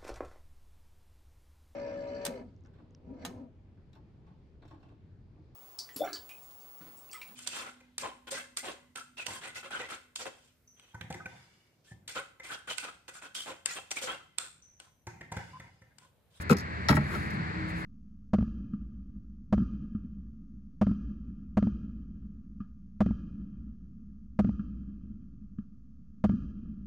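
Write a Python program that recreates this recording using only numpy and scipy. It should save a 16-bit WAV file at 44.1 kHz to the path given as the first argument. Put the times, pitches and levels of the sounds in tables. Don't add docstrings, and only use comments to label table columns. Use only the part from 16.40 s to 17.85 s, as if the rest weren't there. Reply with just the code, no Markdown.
import sys
import numpy as np
from scipy import signal
from scipy.fft import rfft, irfft
from scipy.io import wavfile

SR = 44100
rng = np.random.default_rng(int(sys.argv[2]) if len(sys.argv) > 2 else 0)


def dump_mix(stems):
    frames = np.atleast_2d(stems).T
    limited = np.clip(frames, -1, 1)
    pcm = np.round(limited * 32767).astype(np.int16)
    wavfile.write(sys.argv[1], SR, pcm)


N = 63945
T = np.arange(N) / SR
FREQS = np.maximum(np.arange(N // 2 + 1) * SR / N, 1)
LEFT_RIGHT = np.array([[1], [-1]])


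def from_db(db):
    return 10 ** (np.asarray(db) / 20)


def unit_power(x):
    return x / np.sqrt(np.mean(x ** 2) + 1e-20)


def at_hz(rows, hz, column=1):
    table = np.array(rows)
    return np.interp(np.log(hz), np.log(table[:, 0]), table[:, column])


def sides(pan_db):
    return from_db(LEFT_RIGHT * pan_db / 2)


# pitch in Hz, left minus right level in dB.
CAP_PAN = [(150, -0.5), (450, 1.7), (900, 7.5), (2000, 5), (4000, -1.5), (12000, -0.5)]
# pitch in Hz, how alike the two sides are (1 is fully alike).
CAP_LIKENESS = [(150, .97), (400, .9), (1000, .6), (2000, .4), (5000, .55), (12000, .8)]
# pitch in Hz, delay of the left side in milliseconds.
CAP_LAG = [(900, 0), (1600, 0.294)]
def noise(colour, likeness=CAP_LIKENESS, lag=CAP_LAG, pan=CAP_PAN, tilt_db=0):
    mid, side = rfft(rng.standard_normal((2, N)))
    alike = at_hz(likeness, FREQS)
    both = np.sqrt(1 + alike) * mid + np.sqrt(1 - alike) * side * LEFT_RIGHT
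    both *= sides(at_hz(pan, FREQS))
    both[0] *= np.exp(-2j * np.pi * FREQS * at_hz(lag, FREQS) / 1000)
    tone = from_db(at_hz(colour, FREQS) + tilt_db * np.log2(FREQS))
    return unit_power(irfft(both * tone, N))


# pitch in Hz, relative level in dB.
TRAFFIC_COLOUR = [(25, -28), (40, -22), (55, -1.5), (75, 0.0), (105, 1), (150, -1), (200, -2.5), (300, -11),
                  (400, -13), (600, -15.5), (900, -14), (1400, -12.5), (1700, -9), (2100, -11),
                  (2550, -20.5), (3050, -30.5), (4400, -26.5), (5600, -41.5), (8000, -44), (10000, -55.5),
                  (15000, -88)]
# time in seconds, level in dB.
TRAFFIC_LEVEL = [(0, -39.5), (0.35, -37), (0.8, -35), (1.44, -36.5)]
# pitch in Hz, how alike the two sides are.
TRAFFIC_LIKENESS = [(100, 1), (300, 0.88), (800, 0.65), (2000, .75), (5000, 0.2), (12000, 0.13)]
# pitch in Hz, delay of the left side in milliseconds.
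TRAFFIC_LAG = [(200, 0.72), (1500, 0.41)]
# pitch in Hz, left minus right level in dB.
TRAFFIC_PAN = [(100, .4), (700, 0.5), (2000, 2.5), (5000, -2), (12000, -4.5)]
# pitch in Hz, level in dB at 1 second, change in dB per second.
ENGINE_NOTES = [(81.5, -48, -4), (174.6, -47, 5.5), (317.9, -49.5, 8), (398.8, -63, -6)]
def traffic(note_width_hz=3.8):
    level = from_db(np.interp(T, *np.transpose(TRAFFIC_LEVEL)))
    street = level * noise(TRAFFIC_COLOUR, TRAFFIC_LIKENESS, TRAFFIC_LAG, TRAFFIC_PAN)
    white = rfft(rng.standard_normal(N))
    for hz, db, growth in ENGINE_NOTES:
        note = irfft(white / (1 + ((FREQS - hz) / note_width_hz) ** 2), N)
        street += from_db(db + growth * (T - 1)) * unit_power(note)
    return street


def swells(rows):
    return sum(from_db(db) * np.exp(-.5 * ((T - middle) / half) ** 2) for middle, half, db in rows)


# middle in seconds, half length in seconds, level in dB.
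SCUFFS = [(0.02, 0.0083, -46), (0.562, 0.0095, -41), (0.6, 0.082, -65.5), (0.755, 0.056, -55.5),
          (0.85, 0.033, -63), (0.945, 0.011, -59.5), (1.298, 0.012, -56.5), (1.395, 0.03, -57.5)]
# pitch in Hz, relative level in dB.
SCUFF_COLOUR = [(1000, 5.5), (3000, 0.5), (5000, 0.5), (7500, 2.5), (10300, 2), (13500, -6.5), (15500, -1)]
def finger_scuffs():
    return swells(SCUFFS) * noise(SCUFF_COLOUR)


def blow(start, rise, fade):
    age = np.maximum(T - start, 0)
    return (1 - np.exp(-age / rise)) * from_db(-60 * np.minimum(age / fade, 4))


def travel(hz, delay_s=0.00202, instant_hz=6075, longest_s=0.00671):
    return np.clip(delay_s * (np.sqrt(instant_hz / hz) - 1), 0, longest_s)


THUMP_HZ, RING_LOW_HZ, RING_HIGH_HZ, CRACK_HZ = 420, 736, 2380, 3520
def strength(hz, thump, ring, crack):
    levels = [(THUMP_HZ, thump), (RING_LOW_HZ, ring), (RING_HIGH_HZ, ring), (CRACK_HZ, crack)]
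    return from_db(at_hz(levels, hz))


SKEW_RAD, SKEW_FULL_HZ = 1.67, 1300
def ringing(hits, notes, rise_cycles=0.68):
    out = np.zeros((2, N))
    for k, (hz, db, fade) in enumerate(notes):
        sign = (-1) ** k
        skew = sign * SKEW_RAD * min(hz / SKEW_FULL_HZ, 1) * LEFT_RIGHT / 2
        gain = sign * from_db(db) * sides(at_hz(CAP_PAN, hz))
        for start, *levels in hits:
            arrival = start + travel(hz)
            swing = np.sin(2 * np.pi * hz * (T - arrival) + skew)
            out += gain * strength(hz, *levels) * blow(arrival, rise_cycles / hz, fade) * swing
    return out


def clatter(hits, bands, bite_s=0.0014, rise_cycles=0.81):
    flat = noise([(100, 0), (10000, 0)])
    spectrum = rfft(flat) * from_db(at_hz(bands, FREQS))
    centres = np.geomspace(200, 15000, 16)
    out = np.zeros((2, N))
    for hz in centres:
        share = np.interp(np.log(FREQS), np.log(centres), centres == hz) * (FREQS > centres[0] / 2)
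        band = irfft(spectrum * share, N)
        rise, fade = bite_s + rise_cycles / hz, at_hz(bands, hz, column=2)
        for start, *levels in hits:
            out += band * strength(hz, *levels) * blow(start + travel(hz), rise, fade)
    return out


# start in seconds, then thump, ring and crack strength in dB.
NECK_HITS = [(0.0945, -29, -26, -39.5), (0.096, -17, -18, -59), (0.1035, -12.5, -40, -38.5),
             (0.108, -18, -18.5, -46), (0.1125, -21.5, -30, -38), (0.1215, -23, -18.5, -57),
             (0.1275, -43, -50, -41), (0.143, -24.5, -51, -76)]
# pitch in Hz, relative level in dB, fade time in seconds.
NECK_NOTES = [(80.5, -10, 0.044), (133, -0.5, 0.053), (195, 5, 0.068), (273, -17, 0.14), (397, -6, 0.078),
              (477.7, -3.5, 0.13), (802, -16.5, 0.12), (1283, -10.5, 0.23), (1364, -4.5, 0.049),
              (2310, -16, 0.044), (2534, -6.5, 0.047), (3890, -4, .06), (4310, -2, 0.051),
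              (5130, -14.5, 0.14), (6476, -11, 0.051), (7560, -5.5, 0.045)]
# pitch in Hz, relative level in dB, fade time in seconds.
NECK_CLATTER = [(197, 9.5, 0.073), (474, -2.5, 0.04), (694, -7, 0.037), (1270, 1.5, 0.041),
                (1790, -7, 0.024), (3340, -5.5, .05), (4260, 6, 0.03), (8900, -3, 0.036),
                (14100, -3.5, 0.033)]
def neck_clunk(clatter_db=10):
    return ringing(NECK_HITS, NECK_NOTES) + from_db(clatter_db) * clatter(NECK_HITS, NECK_CLATTER)


# start in seconds, level in dB, added brightness in dB per octave.
TICKS = [(0.1679, -38, -1), (0.184, -40, 2), (0.197, -39, -4.5), (0.205, -46, 0), (0.904, -49.5, 5)]
# pitch in Hz, relative level in dB.
TICK_COLOUR = [(1000, -17), (3000, -10), (5000, 10), (8500, -7), (13500, -5), (16000, -17)]
def plastic_ticks(rise_s=0.00033, fade_s=0.054):
    return sum(from_db(db) * blow(start, rise_s, fade_s) * noise(TICK_COLOUR, tilt_db=bright)
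               for start, db, bright in TICKS)


# start in seconds, then thump, ring and crack strength in dB.
DOOR_HITS = [(0.4852, -24.5, -19.5, -26), (0.4905, -22, -21.5, -39), (0.501, -18.5, -23, -37.5),
             (0.508, -26.5, -25.5, -41), (0.525, -30.5, -24.5, -47), (0.54, -25.5, -53, -49),
             (0.5665, -25.5, -22, -47.5), (0.5725, -27.5, -34.5, -70), (0.606, -30, -42, -60),
             (0.748, -36.5, -35.5, -52), (0.915, -46.5, -60, -74)]
# pitch in Hz, relative level in dB, fade time in seconds.
DOOR_NOTES = [(74, -3.5, 0.22), (144.1, 1.5, 0.3), (148.4, -32, 2.7), (218.8, 1.5, 0.23),
              (281.2, -7.5, 0.14), (381, -17, 0.11), (454, -13.5, 0.113), (596.6, -8.5, 0.082),
              (621, -6.5, 0.096), (828, -13.5, 0.12), (890, -15, .08), (1126, -23, 0.13),
              (1295, -5.5, 0.069), (1383, -3, 0.053), (1613, -5, 0.038), (1864, -12.5, 0.11),
              (1934, -5.5, .08), (2229, -12.5, 0.092), (3250, -12, 0.12), (4087, -6.5, 0.085),
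              (5170, -0.5, 0.049), (5370, 1.5, 0.038)]
# pitch in Hz, relative level in dB, fade time in seconds.
DOOR_CLATTER = [(207, 18, 0.06), (496, 0, 0.021), (800, 5.5, 0.035), (1390, -6, 0.087), (2100, 1.5, 0.02),
                (3300, -8, 0.074), (4000, 3, 0.067), (5500, 1, 0.027), (8050, -14.5, 0.083),
                (14000, -17.5, 0.1)]
def door_clunk(clatter_db=9.5):
    return ringing(DOOR_HITS, DOOR_NOTES) + from_db(clatter_db) * clatter(DOOR_HITS, DOOR_CLATTER)


# middle in seconds, half length in seconds, level in dB.
DRAGS = [(0.735, 0.028, -40.5), (0.757, 0.011, -42)]
# pitch in Hz, relative level in dB.
DRAG_COLOUR = [(200, -17), (380, 1.5), (700, -18), (1400, -4), (1900, -14.5), (6000, -33.5), (15000, -34.5)]
def cap_drags():
    return swells(DRAGS) * noise(DRAG_COLOUR)


# middle in seconds, half length in seconds, level in dB.
BOOMS = [(0.765, 0.014, -35), (0.94, 0.025, -37.5), (1.0, 0.032, -40.5)]
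# pitch in Hz, relative level in dB.
BOOM_COLOUR = [(40, -54), (85, 1), (145, 7.5), (215, 8), (330, -39), (900, -61)]
def panel_booms():
    return swells(BOOMS) * noise(BOOM_COLOUR)


def scene():
    cap_off = finger_scuffs() + neck_clunk() + plastic_ticks()
    return traffic() + cap_off + door_clunk() + cap_drags() + panel_booms()


def record(dry, cutoff_hz=16150):
    return signal.sosfilt(signal.cheby2(24, 70, cutoff_hz, fs=SR, output="sos"), dry)


dry = scene()
out = record(dry)
dump_mix(out)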